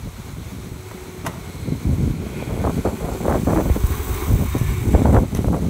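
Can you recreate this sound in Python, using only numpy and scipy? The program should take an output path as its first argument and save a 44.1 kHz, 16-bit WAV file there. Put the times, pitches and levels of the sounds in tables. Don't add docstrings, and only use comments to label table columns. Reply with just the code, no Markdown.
import sys
import numpy as np
from scipy import signal
from scipy.fft import rfft, irfft, next_fast_len
from scipy.io import wavfile
from scipy.ndimage import uniform_filter1d, map_coordinates

SR = 44100
rng = np.random.default_rng(int(sys.argv[2]) if len(sys.argv) > 2 else 0)


def to_wav(sig):
    pcm = np.clip(np.atleast_2d(sig), -1, 1) * 32767
    pcm = np.round(pcm).astype(np.int16)
    wavfile.write(sys.argv[1], SR, pcm.T)


N = 250929
TIME = np.arange(N) / SR

# frequency in Hz, relative level in dB.
STREET_EQ = [(100, -14), (400, 3), (650, 0), (950, 1.5), (1450, -1.5), (1800, -6.5), (2200, -0.5),
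             (2800, -9), (4100, -5.5), (4900, -13.5), (6200, -8), (10000, -17), (15800, -15)]
# start in seconds, level in dB, seconds to fall 60 dB, low-pass in Hz.
BUMPS = [(0.912, -35, 0.071, 900), (1.093, -40, 0.038, 900), (1.25, -37, 0.55, 1500),
         (1.264, -26, 0.051, 3800), (4.582, -39, 0.059, 9000), (5.349, -33, 0.022, 11200),
         (5.358, -39.5, 0.21, 3970), (5.371, -40, .02, 12950)]
# frequency in Hz, width in Hz, level in dB.
CASE_MODES = [(657, 54, -2), (980, 380, 3), (1330, 120, -5), (1940, 210, -4.5), (2720, 880, -5.5),
              (3680, 320, -12), (6040, 1000, -4.5), (8100, 3000, -18), (12100, 10000, 7.5)]

# frequency in Hz, relative level in dB.
RUMBLE_EQ = [(15, -44), (28, -10), (45, -1), (72, 1.5), (100, -3.5), (140, -10.5), (240, -39)]
BUFFET_EQ = [(65, -12), (115, -0.5), (175, 1.5), (270, -3.5), (370, -12.5), (500, -18), (700, -29),
             (1500, -49)]
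FLUTTER_EQ = [(180, 3), (320, 4.5), (480, 3.5), (680, 0), (1050, -8), (1500, -17), (2100, -34), (3500, -58),
              (7000, -74)]
# time in seconds, shift in octaves.
RUMBLE_BEND = [(0, .2), (2.1, .4), (2.6, 0.017), (3.8, -.15), (5.3, .25)]
# time in seconds, rumble level in dB, buffet level in dB.
BREEZE = [(0, -35.5, -39.5), (.55, -36.5, -35.5), (.95, -41, -40.5), (1.5, -34, -37), (2.35, -39, -28.5),
          (2.95, -39.5, -29), (3.4, -29, -25), (4.0, -28, -38), (4.22, -28, -43), (4.45, -20.5, -30.5),
          (4.8, -22, -30), (5.28, -30, -28), (5.69, -26.5, -23.5)]
# start in seconds, length in seconds, then rumble, buffet and flutter levels in dB.
GUSTS = [(0.051, 0.027, -30, -31, -43), (0.384, 0.043, -32.5, -36.5, -60), (.71, 0.029, -33.5, -33, -52),
         (1.235, 0.05, -36, -27, -42), (1.669, 0.023, -29, -21, -46), (1.714, 0.031, -34, -22, -45),
         (1.845, 0.097, -19.5, -22, -40), (1.976, 0.13, -21.5, -21, -54), (2.148, 0.12, -31, -28, -49),
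         (2.251, 0.21, -39, -40, -38.5), (2.484, 0.13, -26, -30, -32), (2.635, 0.055, -21.5, -33, -25),
         (2.749, .045, -24, -19, -37), (2.845, .033, -21, -27, -20), (2.894, 0.038, -44, -39, -32),
         (2.999, 0.16, -32, -32, -31), (3.201, 0.034, -37, -29, -29), (3.235, 0.028, -39, -24, -23),
         (3.276, 0.088, -25, -28, -21), (3.465, 0.072, -31, -21.5, -21), (3.554, .05, -22, -28, -22),
         (3.649, .02, -20.5, -19, -27.5), (3.751, 0.0144, -20.5, -22, -28),
         (3.895, 0.017, -14.5, -26.5, -39.5), (4.072, 0.069, -24, -36.5, -45),
         (4.27, 0.089, -15.5, -22, -36), (4.384, .045, -29, -20, -30.5), (4.541, 0.017, -24.5, -20, -26.5),
         (4.853, 0.0625, -16.5, -20, -36), (4.931, .026, -13.5, -13.5, -20),
         (4.976, 0.054, -24, -20, -29.5), (5.044, 0.061, -15, -16.5, -23), (5.119, 0.061, -13, -15, -18.5),
         (5.202, 0.044, -33, -19, -31), (5.318, 0.08, -24.5, -26.5, -36.5),
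         (5.439, .07, -20.5, -24.5, -31.5), (5.519, 0.047, -25, -19, -24),
         (5.618, 0.042, -24, -22.5, -35.5)]
# start in seconds, level in dB, pitch in Hz, seconds to fall 60 dB.
SLAPS = [(.945, -26.5, 183, 0.089), (1.722, -13.5, 156, 0.073), (1.898, -12.5, 169, 0.11),
         (2.425, -13, 505, 0.017), (2.641, -11.5, 654, 0.019), (2.670, -4.5, 605, 0.0058),
         (2.852, -10.5, 502, 0.053), (3.052, -20, 493, 0.0075), (3.090, -10, 596, 0.009),
         (3.282, -3, 529.8, 0.0078), (3.325, -5, 1397, 0.0032), (3.4736, -1.5, 287, 0.013),
         (3.559, -11.5, 320, 0.18), (3.574, -1, 910, 0.0024), (3.699, -7, 448.3, 0.0096),
         (3.701, 0.5, 68, 0.082), (3.764, -6, 373, .01), (3.838, 1, 70, 0.051), (4.551, -1.5, 262, 0.011),
         (4.613, 2, 91.1, 0.02), (4.950, 1.5, 465, .011), (5.019, -1.5, 377.7, 0.0059),
         (5.056, -8, 915, 0.016), (5.157, -10, 79.73, 0.15), (5.166, -3.5, 1410, 0.0038),
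         (5.390, -5, 297, 0.012), (5.445, -2, 463, 0.0034), (5.484, -10, 620, 0.01)]

# frequency in Hz, relative level in dB.
TYRE_EQ = [(200, 3.5), (420, 17), (560, -14), (850, 2.5), (1080, -1), (1300, -6), (1850, -5), (2200, 0.5),
           (2700, -12.5), (3300, -9), (3750, -17.5), (4800, -33), (8000, -52)]
CHAIN_EQ = [(3000, 0), (5000, -7), (5700, -4), (6200, 3), (6900, -2), (7800, -8), (8300, -9), (9800, 1.5),
            (10400, -6), (11000, 1.5), (12200, -1), (14000, -4.5), (15800, -12)]
CHAIN_BEAM_EQ = [(8000, -8), (12000, -32), (13500, 2), (14700, 4), (15800, -1)]
# time in seconds, level in dB.
ROLLING_FADER = [(0, -66), (1.0, -43.5), (2.1, -45), (2.4, -37), (2.8, -41), (3.3, -39.5), (3.7, -36.5),
                 (4.3, -34), (4.55, -46.5), (4.85, -36), (5.69, -54)]
# centre in seconds, half duration in seconds, gain in dB.
HISS_SWELLS = [(2.167, 0.056, -5.5), (4.25, 0.036, 0.5), (5.11, 0.056, 3), (5.27, 0.066, -2.5)]
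# frequency in Hz, width in Hz, level in dB against the sizzle.
STEEL_MODES = [(5940, 87, -29.5), (7840, 220, -8.5), (8470, 130, -11), (9250, 270, -19)]
# frequency in Hz, width in Hz, level in dB, loudest moment and half duration in seconds.
SCOOTER_MODES = [(418, 28, -42, 3.777, 0.26), (1073, 180, -38, 4.2, 0.38), (1750, 24, -47, 4.61, 0.073),
                 (2150, 61, -57.5, 1.6, 0.6), (2228, 230, -43, 4.64, 0.4), (1080, 240, -47, 4.5, 0.58),
                 (2390, 200, -48, 2.4, 0.15), (2430, 110, -53, 3.14, 0.92), (1415, 84, -52.5, 3.1, 1),
                 (4320, 430, -55, 3.2, 0.85), (3270, 84, -58, 2.4, 0.14), (3773, 200, -51, 4.02, 0.2),
                 (3730, 98.5, -51.5, 4.53, 0.38), (4100, 200, -55, 1.67, 0.21), (4105, 98, -64, 5.92, 0.23),
                 (6100, 200, -52.5, 3.902, 0.54), (7380, 120, -52, 3.24, .35),
                 (7600, 138, -50.5, 4.97, 0.2), (8000, 98, -61, 1.14, 0.67), (11150, 350, -62, 3.8, .45)]
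# time in seconds, teeth per second as heard.
TOOTH_RATE = [(0, 373), (.6, 371.5), (1.25, 367.5), (1.8, 368.5), (2.7, 376.5), (3.5, 371.5), (4.0, 369.7),
              (4.5, 370), (4.8, 367.5), (5.69, 366.5)]
# time in seconds, level in dB.
WHINE_FADER = [(0, -61), (.55, -49), (.8, -47.5), (1.0, -42), (1.2, -40.5), (1.5, -70), (2.1, -47),
               (3.0, -38.5), (3.6, -38), (3.95, -54), (4.1, -33.5), (4.35, -46), (4.55, -49), (4.75, -36),
               (5.1, -56), (5.69, -38)]
# multiple of the tooth rate, level in dB against the rolling fader.
WHINE_OVERTONES = [(2, -19.5), (3, -24), (4, -21), (6, -26.5)]

SPEED_M_PER_S, NEAREST_S, DISTANCE_M = 4.0, 4.1, 2.5
RUMBLE, BUFFET, FLUTTER = range(3)


def from_db(db):
    return 10 ** (np.asarray(db) / 20)


def unit_rms(x):
    return x / np.sqrt(np.mean(x ** 2) + 1e-20)


def automation(rows):
    return np.interp(TIME, *np.transpose(rows))


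def bell(centre_s, half_s):
    return np.exp(-.5 * ((TIME - centre_s) / half_s) ** 2)


def white():
    return rng.standard_normal(N)


def drift(rate_hz):
    size = next_fast_len(N, True)
    hz = np.arange(size // 2 + 1) * SR / size
    return unit_rms(irfft(rfft(white(), size) / (1 + (hz / rate_hz) ** 2), size)[:N])


def equalise(x, curve):
    hz, db = np.transpose(curve)
    size = next_fast_len(N, True)
    octave, knots = np.log2(np.arange(size // 2 + 1) * SR / size + 1), np.log2(hz)
    beyond = np.abs(octave - np.clip(octave, knots[0], knots[-1]))
    gain = from_db(np.interp(octave, knots, db) - 20 * beyond)
    return unit_rms(irfft(rfft(x, size) * gain, size)[:N])


def level_out(x, window_s):
    size = max(int(window_s * SR), 2)
    return x / np.sqrt(uniform_filter1d(uniform_filter1d(x ** 2, size), size) + 1e-9)


def varispeed(x, octaves):
    return np.interp(np.cumsum(2 ** octaves) % N, np.arange(N), x)


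def resonate(x, hz, width_hz):
    radius = np.exp(-np.pi * width_hz / SR)
    feedback = [1, -2 * radius * np.cos(2 * np.pi * hz / SR), radius ** 2]
    return np.sqrt((1 - radius ** 2) / 2) * signal.lfilter([1, 0, -1], feedback, x + 1e-18)


def street(level_db, sway_db):
    return from_db(level_db + sway_db * drift(7.4)) * equalise(white(), STREET_EQ)


def case_bumps(trim_db):
    force, grain = np.zeros(N), white()
    for start_s, db, t60, top_hz in BUMPS:
        span = slice(int(start_s * SR), int((start_s + 2 * t60) * SR))
        age = np.arange(len(force[span])) / SR
        rub = grain[span] * from_db(db - 60 * age / t60)
        force[span] += signal.lfilter(*signal.butter(1, top_hz, fs=SR), rub)
    return sum(from_db(db + trim_db) * resonate(force, hz, width) for hz, width, db in CASE_MODES)


def breeze(band, lull_db):
    level_db = automation([(s, levels[band]) for s, *levels in BREEZE])
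    puffs = unit_rms(from_db(lull_db * np.tanh(2 * drift(14))))
    return from_db(level_db) * puffs


def gusts(band, attack_s, release_s):
    power = np.zeros(N)
    for start_s, length_s, *levels in GUSTS:
        span = slice(int(start_s * SR), int((start_s + length_s + 10 * release_s) * SR))
        age = TIME[span] - start_s
        attack = np.clip(age / attack_s, 0, 1)
        release = np.exp(-np.maximum(age - length_s, 0) / release_s)
        power[span] += (from_db(levels[band]) * attack * release) ** 2
    return np.sqrt(power)


def eddies(per_s, spread_db):
    return (rng.random(N) < per_s / SR) * rng.choice([-1, 1], N) * from_db(spread_db * white())


def wind(rumble_db, buffet_db):
    rumble_gain = np.hypot(breeze(RUMBLE, lull_db=3.0), gusts(RUMBLE, attack_s=.012, release_s=.012))
    buffet_gain = np.hypot(breeze(BUFFET, lull_db=6.5), gusts(BUFFET, attack_s=.0078, release_s=.01))
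    rumble = varispeed(equalise(white(), RUMBLE_EQ), automation(RUMBLE_BEND))
    buffet = equalise(eddies(per_s=400, spread_db=3.06), BUFFET_EQ)
    return (from_db(rumble_db) * rumble_gain * level_out(rumble, window_s=.081)
            + from_db(buffet_db) * buffet_gain * level_out(buffet, window_s=.037))


def wind_flutter(trim_db, rise_octaves, wander_octaves, pivot_db, flicker_db):
    gust = gusts(FLUTTER, attack_s=.009, release_s=.018)
    doublings = np.clip(np.log2(gust / from_db(pivot_db) + 1e-6), -2, 2)
    octaves = rise_octaves * doublings + wander_octaves * drift(40.04)
    jolts = varispeed(equalise(eddies(per_s=750, spread_db=2.55), FLUTTER_EQ), octaves)
    return from_db(trim_db + flicker_db * drift(63)) * gust * level_out(jolts, window_s=.045)


def wind_slaps(top_hz):
    slaps = np.zeros(N)
    for start_s, db, hz, t60 in SLAPS:
        start = int(start_s * SR)
        age = np.arange(min(int(2 * t60 * SR), N - start)) / SR
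        slaps[start:start + len(age)] += from_db(db - 60 * age / t60) * np.sin(2 * np.pi * hz * age)
    return signal.sosfilt(signal.butter(2, top_hz, fs=SR, output="sos"), slaps + 1e-18)


def distance_db(nearest_s):
    along_m = SPEED_M_PER_S * (TIME - nearest_s)
    return 20 * np.log10(DISTANCE_M / np.hypot(DISTANCE_M, along_m))


def doppler(x):
    range_m = np.hypot(DISTANCE_M, SPEED_M_PER_S * (TIME - NEAREST_S))
    delay_s = (range_m - DISTANCE_M) / 343
    return map_coordinates(x, [(TIME - delay_s) * SR], order=3, mode="mirror")


def tooth_phase(wobble_hz):
    return 2 * np.pi * np.cumsum(automation(TOOTH_RATE) + wobble_hz * drift(7.8)) / SR


def hiss_movement(waver_db):
    swells_db = sum(db * bell(centre_s, half_s) for centre_s, half_s, db in HISS_SWELLS)
    return from_db(waver_db * drift(10) + swells_db)


def tyres(grit_db):
    grit = white() * from_db(grit_db * drift(45))
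    return from_db(automation(ROLLING_FADER)) * equalise(grit, TYRE_EQ)


def chain(phase, pulsing, grain_db, sizzle_db, beam_db):
    ticks = unit_rms(white() * np.exp(pulsing * np.cos(phase)) * from_db(grain_db * drift(140)))
    steel = sum(from_db(db) * resonate(ticks, hz, width) for hz, width, db in STEEL_MODES)
    sizzle_gain = from_db(sizzle_db + 0.69 * distance_db(NEAREST_S))
    beam_gain = from_db(beam_db + 3.2 * distance_db(nearest_s=4.13))
    return sizzle_gain * (equalise(ticks, CHAIN_EQ) + steel) + beam_gain * equalise(ticks, CHAIN_BEAM_EQ)


def scooter_ring(flicker_db, rasp):
    teeth = unit_rms(np.exp(rasp * np.cos(tooth_phase(wobble_hz=0.84))))
    ring = np.zeros(N)
    for hz, width, db, loudest_s, half_s in SCOOTER_MODES:
        ring += from_db(db) * bell(loudest_s, half_s) * resonate(white() * teeth, hz, width)
    return ring * from_db(flicker_db * drift(6.1))


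def sprocket_whine(phase, overtone_waver_db):
    tone = from_db(automation(WHINE_FADER) + 0.27 * drift(2.7)) * np.sin(phase)
    overtones = sum(from_db(db + overtone_waver_db * drift(7.7)) * np.sin(multiple * phase)
                    for multiple, db in WHINE_OVERTONES)
    return np.sqrt(2) * (tone + from_db(automation(ROLLING_FADER)) * overtones)


def scene():
    phase = tooth_phase(wobble_hz=1.26)
    hiss = chain(phase, pulsing=0.084, grain_db=1.65, sizzle_db=-43.5, beam_db=-40) + tyres(grit_db=2.75)
    scooter = doppler(hiss * hiss_movement(waver_db=.5))
    scooter += sprocket_whine(phase, overtone_waver_db=5.0) + scooter_ring(flicker_db=2.06, rasp=0.46)
    air = wind(rumble_db=1.1, buffet_db=-0.5) + wind_slaps(top_hz=1827)
    air += wind_flutter(trim_db=1.5, rise_octaves=.15, wander_octaves=.12, pivot_db=-27, flicker_db=1.7)
    return (scooter + air + case_bumps(trim_db=0.5) + street(level_db=-43.5, sway_db=0.82))[None]


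def record(dry, low_cut_hz=32, ceiling=.73, high_cut_hz=15720):
    dry = signal.sosfilt(signal.butter(5, low_cut_hz, "high", fs=SR, output="sos"), dry)
    rounded = dry / (1 + (dry / ceiling) ** 6) ** (1 / 6)
    return signal.sosfilt(signal.ellip(14, .1, 90, high_cut_hz, fs=SR, output="sos"), rounded)


dry = scene()
out = record(dry)
to_wav(out)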